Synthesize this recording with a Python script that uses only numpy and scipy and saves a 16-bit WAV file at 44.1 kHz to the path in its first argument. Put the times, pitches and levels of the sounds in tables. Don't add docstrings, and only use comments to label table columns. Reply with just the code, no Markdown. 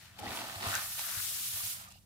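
import sys
import numpy as np
from scipy import signal
from scipy.io import wavfile
from scipy.ndimage import uniform_filter1d, map_coordinates

SR = 44100
rng = np.random.default_rng(int(sys.argv[2]) if len(sys.argv) > 2 else 0)


def output_pcm(signal):
    pcm = np.clip(np.atleast_2d(signal).T, -1, 1) * 32767
    wavfile.write(sys.argv[1], SR, np.round(pcm).astype(np.int16))


def gain_from_db(level_db):
    decades = np.asarray(level_db, float) / 20
    return 10 ** decades


N = 90405


def rms_one(x):
    return x / np.sqrt(np.mean(x ** 2) + 1e-20)


def in_time(rows):
    s, *columns = np.transpose(rows)
    return [np.interp(np.arange(N) / SR, s, column) for column in columns]


def at_hz(points, hz):
    f, value = np.transpose(points)
    return np.interp(np.log(hz), np.log(f), value)


def band(x, low_hz, high_hz):
    return signal.sosfilt(signal.butter(2, [low_hz, high_hz], "band", fs=SR, output="sos"), x)


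def drift(rate_hz):
    hop, settle = 40, 2000
    r = np.exp(-2 * np.pi * hop * rate_hz / SR)
    noise = rng.standard_normal(N // hop + settle + 2)
    slow = signal.lfilter([1], [1, -2 * r, r * r], noise)[settle:]
    return np.interp(np.arange(N) / hop, np.arange(len(slow)), rms_one(slow))


def ring(clicks, hz, t60_s):
    r, w = gain_from_db(-60 / (t60_s * SR)), 2 * np.pi * hz / SR
    return signal.lfilter([0, np.sin(w)], [1, -2 * r * np.cos(w), r * r], clicks + 1e-18)


def resonate(x, peaks):
    out = 0
    for k, (hz, width_hz, db) in enumerate(peaks):
        r = np.exp(-np.pi * width_hz / SR)
        poles = [1, -2 * r * np.cos(2 * np.pi * hz / SR), r * r]
        out = out + (-1) ** k * gain_from_db(db) * rms_one(signal.lfilter([1, 0, -1], poles, x))
    return out


def hollow(x, hz, width_hz):
    out, r, state = np.zeros_like(x), np.exp(-np.pi * width_hz / SR), np.zeros((2, 2))
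    for i in range(0, N, 128):
        w = 2 * np.pi * hz[i] / SR
        poles = [1, -2 * r * np.cos(w), r * r]
        gain = np.abs(np.polyval(poles, np.exp(1j * w))) / np.sin(w)
        out[:, i:i + 128], state = signal.lfilter([gain, 0, -gain], poles, x[:, i:i + 128], zi=state)
    return rms_one(out)


def coloured(white, spectrum, patchy_db, rate_hz):
    # (frequency [Hz], coherence [0-1])
    likeness = [(60, 1), (250, 0.64), (700, 0.68), (1400, 0.63), (3000, 0.02), (7000, 0)]
    out, together = 0, drift(rate_hz)
    lowest_hz, highest_hz = spectrum[0][0], spectrum[-1][0]
    count = int(3 * np.log2(highest_hz / lowest_hz)) + 2
    edges = np.geomspace(lowest_hz, min(highest_hz, .45 * SR), count)
    for k, (low, high) in enumerate(zip(edges, edges[1:])):
        mid, side = band(white[k % 2], low, high)
        hz = np.sqrt(low * high)
        alike = np.clip(at_hz(likeness, hz), 0, 1)
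        gain = gain_from_db(at_hz(spectrum, hz) + patchy_db * (0.6 * together + drift(rate_hz)))
        out = out + gain * (np.sqrt(1 + alike) * mid + np.sqrt(1 - alike) * side * [[1], [-1]])
    return rms_one(out)


def hum():
    # (frequency [Hz], density [dB per Hz])
    rumble = [(15, -20), (30, -1), (60, 0.5), (100, 3.5), (160, 0), (250, -16), (350, -28), (600, -22),
              (1100, -36)]
    # (frequency [Hz], width [Hz], level [dB])
    hum_modes = [(87.8, 23, -65), (120.5, 9.6, -66.5), (189.6, 13, -72.5)]
    mid, side = rng.standard_normal((2, N + SR))
    modes = resonate(mid + 0.27 * side * [[1], [-1]], hum_modes)[:, SR:]
    return modes + gain_from_db(-65.5) * coloured(rng.standard_normal((2, 2, N)), rumble, patchy_db=1.0, rate_hz=11)


def rustles():
    # (time [s], length [s], level [dB], lowest [Hz], highest [Hz])
    fold_bursts = [(0.0, 0.078, -61, 1780, 6000), (0.125, 0.036, -64.5, 3000, 3540),
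                   (0.183, 0.0075, -49.5, 2500, 13500), (0.308, 0.0058, -61, 2000, 14000),
                   (0.188, .03, -53, 150, 700), (0.714, .075, -42, 1240, 1800),
                   (1.022, 0.115, -50, 1180, 1820), (0.977, 0.03, -42.5, 1870, 7500),
                   (1.144, 0.052, -46.5, 1160, 2050), (1.878, .004, -57, 5000, 9000),
                   (1.9, 0.015, -57, 2500, 10000), (1.901, 0.072, -65.5, 2680, 3100),
                   (1.919, 0.048, -64.5, 3140, 5130), (1.978, .003, -67, 3000, 7000),
                   (2.026, .003, -75, 5000, 9000)]
    rise_s, fall_s, linger_s = 0.0065, 0.0058, 0.014
    t = np.arange(N) / SR
    paper = rng.standard_normal((2, N)) * gain_from_db(2 * drift(160))
    out = 0
    for s, length_s, db, low_hz, high_hz in fold_bursts:
        envelope = np.minimum((t - s) / rise_s, (s + length_s + linger_s - t) / fall_s)
        out = out + gain_from_db(db) * np.clip(envelope, 0, 1) * rms_one(band(paper, low_hz, high_hz))
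    return out


def hiss(speed_db, sheen_hz):
    # (frequency [Hz], density [dB per Hz])
    fibre_spectrum = [(290, -76), (500, -38), (640, -35), (919, -25), (1250, -14.5), (2010, -11.5),
                      (3200, -4.5), (10800, -4), (16000, -4.5)]
    fibres = coloured(rng.standard_normal((2, 2, N)), fibre_spectrum, patchy_db=1.13, rate_hz=33)
    sheen = hollow(rng.standard_normal((2, N)), np.clip(sheen_hz, 3000, 15000), width_hz=4300)
    return gain_from_db(speed_db) * (fibres + gain_from_db(-4.5) * sheen) + rustles()


def grains():
    grains_per_s, spread_db, clump_db = 4000, 2.5, 1.5
    size = gain_from_db(spread_db * np.minimum(rng.exponential(1, N), 5))
    born = rng.random(N) < grains_per_s * gain_from_db(clump_db * drift(90)) / SR
    burst = uniform_filter1d(size * born, size=12) + 0.022
    return burst * rng.standard_normal((2, 2, N))


def drag():
    # (time [s], level [dB], hollow under the hand [Hz], weight on the boards [dB])
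    pressure = [(0.0, -59.5, 1960, -19), (0.13, -63.5, 1760, -14), (0.18, -57.5, 830, -13),
                (0.24, -48, 760, -0.5), (0.32, -43.5, 1050, -6), (0.59, -47.5, 880, -14),
                (0.64, -39.5, 1010, -9.5), (0.76, -38, 1380, -17.5), (0.8, -44.5, 1310, -22),
                (0.95, -57.5, 1440, -21.5), (0.99, -46.5, 1120, -25), (1.04, -50.5, 1510, -21.5),
                (1.5, -63, 1480, -10), (1.58, -52, 1190, -20.5), (1.72, -57.5, 1540, -18.5),
                (1.81, -54, 1310, -38), (1.87, -57.5, 1050, -25), (2.0, -77, 900, -17)]
    # (frequency [Hz], density [dB per Hz])
    scrape_spectrum = [(260, -60), (450, -21), (583, -4.5), (645, 8), (835, -10), (951, 1.5), (1130, -6),
                       (4300, -3), (14000, -32.5)]
    # (frequency [Hz], width [Hz], level [dB])
    table_modes = [(671, 28, -4), (705, 180, 2.5), (874, 9, -3.5), (937, 22, 3.5), (1216, 8, -4.5),
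                   (1313, 7, 5), (1470, 61, -3.5), (1570, 6, -7), (1804, 10, 2.5), (2702, 36, 6),
                   (4670, 55, -8)]
    # (lowest [Hz], highest [Hz])
    boards_hz = (148, 394)
    db, hollow_hz, weight_db = in_time(pressure)
    scrape = coloured(grains(), scrape_spectrum, patchy_db=.8, rate_hz=40)
    mid, side = band(rng.standard_normal((2, N)), *boards_hz)
    boards = rms_one(mid + 0.41 * side * [[1], [-1]]) * gain_from_db(weight_db + 1.6 * drift(70))
    cup = hollow(scrape, np.clip(hollow_hz, 300, 3000), width_hz=740)
    wood = rms_one(resonate(scrape, table_modes))
    return gain_from_db(db) * (gain_from_db(-1.5) * scrape + gain_from_db(-5.5) * cup + gain_from_db(-6) * wood + boards)


def catches():
    # (time [s], peak [dB], ring [Hz], run of slips [s], crack [dB])
    catch_events = [(0.189, -36, 850, 0.0071, 7), (.229, -28.5, 810, 0.0086, -11),
                    (.253, -29, 826, 0.011, -8), (.265, -31, 1950, .003, -3), (.266, -32.5, 764, 0.0044, 2),
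                    (.277, -23, 335, 0.0067, 0), (.305, -29, 546, 0.0067, 5.5),
                    (.372, -29.5, 948, 0.0066, 9.5), (.389, -28.5, 705, 0.0042, 5),
                    (.416, -29, 906, 0.0044, 6), (.443, -31, 910, .004, 3), (.479, -61, 820, 0.0035, 0),
                    (.557, -33, 723, 0.005, 4), (.609, -28.5, 750, 0.0024, 2), (0.655, -35, 953, .01, 5),
                    (0.666, -24.5, 1280, 0.0023, -2), (0.675, -33, 1430, 0.0016, -5),
                    (0.71, -33, 1340, .006, 6), (0.721, -27, 1390, 0.0095, -8),
                    (.727, -32, 770, 0.0036, -15), (0.7553, -21.5, 1500, 0.0027, -26),
                    (.755, -32, 1830, 0.0044, -6), (.765, -32.5, 1588, 0.0091, -15),
                    (0.789, -34, 1395, .005, -4), (0.992, -33.5, 900, 0.0037, 8),
                    (1.175, -41.5, 1402, 0.022, 10), (1.603, -44.5, 1172, 0.0089, 9),
                    (1.81, -45, 780, 0.0049, -2), (1.875, -39, 1220, .002, -8),
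                    (1.885, -43, 1240, .003, -6), (1.912, -46.5, 920, 0.0032, 5),
                    (1.955, -45, 740, .003, -5)]
    t60_s, tone_db, all_cracks_db = 0.017, -4, -2.5
    size = 4096
    out, t = np.zeros(N + size), np.arange(size) / SR
    for s, db, hz, run_s, crack_db in catch_events:
        uneven, noise = rng.uniform(0.15, 1, size), rng.standard_normal(size)
        new_cycle = np.diff(np.floor(t * hz), prepend=-1) > 0
        slips = new_cycle * (t <= run_s) * uneven / np.sqrt(1 + run_s * hz)
        tone = band(ring(slips, hz, t60_s), .5 * hz, 2 * hz)
        crack = band(gain_from_db(-60 * t / (t60_s + run_s)) * noise, 1900, 3900)
        start = int(s * SR)
        out[start:start + size] += gain_from_db(db) * (gain_from_db(tone_db) * tone + gain_from_db(all_cracks_db + crack_db) * crack)
    return out[:N]


def thumps():
    # (time [s], peak [dB])
    palm_blows = [
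        (0.213, -48.5),
        (0.271, -45),
        (0.297, -44),
        (0.561, -44.5),
        (0.665, -35),
        (0.759, -48),
        (1.169, -43.5),
        (1.534, -49),
        (1.631, -50.5),
    ]
    # (frequency [Hz], level [dB], t60 [s])
    plate_modes = [(99.3, 2, 0.19), (128, -13, 0.052), (176, -11.5, 0.097), (326, -17, 0.04)]
    s, db = np.transpose(palm_blows)
    pan_db = 1.5 * np.outer([.5, -.5], (-1) ** np.arange(len(s)))
    pushes = np.zeros((2, N))
    pushes[:, (s * SR).astype(int)] = gain_from_db(db + pan_db)
    soft_palm = signal.butter(4, 186, fs=SR, output="sos")
    pushes = signal.sosfilt(soft_palm, pushes + 1e-18)
    plate = sum(gain_from_db(level_db) * ring(pushes, hz, t60_s) for hz, level_db, t60_s in plate_modes)
    return signal.sosfilt(signal.butter(2, 47, "high", fs=SR, output="sos"), plate)


def snap():
    # (frequency [Hz], level [dB], t60 [s])
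    fold_modes = [(6500, -1, .001), (9000, -5, .0012), (12000, -7, .001), (14500, -7, .001)]
    snap_s, snap_db, left_db, left_lag_s = .75346, -12, -7, .0002
    growing = [(.00046, -12), (.00031, -5), (.00016, -3)]  # (lead [s], level [dB])
    sharp = [(.00012, 0)]
    out = np.zeros((2, N))
    for k, (hz, ring_db, t60_s) in enumerate(fold_modes):
        click = np.zeros((2, N))
        for before_s, db in growing if k == 0 else sharp:
            click[0, int((snap_s + left_lag_s - before_s) * SR)] = gain_from_db(snap_db + db + left_db)
            click[1, int((snap_s - before_s) * SR)] = gain_from_db(snap_db + db)
        out += gain_from_db(ring_db) * ring(click, hz, t60_s)
    return band(out, 3000, 16000)


def placed(x, pan_db, lag_ms):
    lag, i = lag_ms * SR / 2000, np.arange(N)
    left = map_coordinates(x[0], [i - lag], order=5, mode="nearest")
    right = map_coordinates(x[1], [i + lag], order=5, mode="nearest")
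    return gain_from_db(np.outer([.5, -.5], pan_db)) * np.array([left, right])


def room(x):
    t = np.arange(int(.4 * SR)) / SR
    tail = rng.standard_normal((2, len(t))) * gain_from_db(-60 * t / .15) * (t > .002)
    tail = tail / np.sqrt(np.sum(tail ** 2, axis=1, keepdims=True))
    return gain_from_db(-12) * signal.fftconvolve(x[None], tail, axes=1)[:, :N]


def scene():
    # (time [s], hiss level [dB], left-right [dB], sheen [Hz], left lag [ms])
    stroke = [(0.0, -60.5, 2.5, 8930, 0.0097), (0.15, -67.5, 1.5, 7700, 0.11),
              (0.36, -44.5, -0.5, 9250, 0.082), (0.46, -50, -0.5, 8200, 0.14),
              (0.61, -48, -0.5, 8550, 0.25), (0.71, -39, -0.5, 8200, 0.21), (0.76, -39.5, 2, 7350, 0.05),
              (0.8, -40, -0.5, 10500, 0.11), (0.95, -41, 0, 12300, 0.094), (0.98, -39.5, -1, 10900, -0.11),
              (1.14, -38.5, 3, 12000, 0.0079), (1.24, -37, 3, 9800, -0.13),
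              (1.36, -37.5, 1.5, 11500, -0.097), (1.72, -38, -2, 10800, 0.29),
              (1.77, -45.5, -1.5, 8900, 0.35), (1.85, -54.5, -2, 7600, 0.3), (1.87, -61, -1.5, 7800, 0.25),
              (2.05, -72.5, -2.5, 9400, 0.36)]
    speed_db, pan_db, sheen_hz, lag_ms = in_time(stroke)
    hits, fold = catches(), snap()
    hand = placed(drag() + hits + hiss(speed_db, sheen_hz), pan_db, lag_ms)
    air = gain_from_db(-77) * rng.standard_normal((2, N))
    return hand + fold + room(hits + fold[1]) + thumps() + hum() + air


def roll_off(x):
    return signal.sosfilt(signal.butter(12, 15840, fs=SR, output="sos"), x)


def record(dry):
    steep = signal.cheby2(16, 80, 16600, fs=SR, output="sos")
    mix = signal.sosfilt(steep, dry)
    return roll_off(mix)


dry = scene()
out = record(dry)
output_pcm(out)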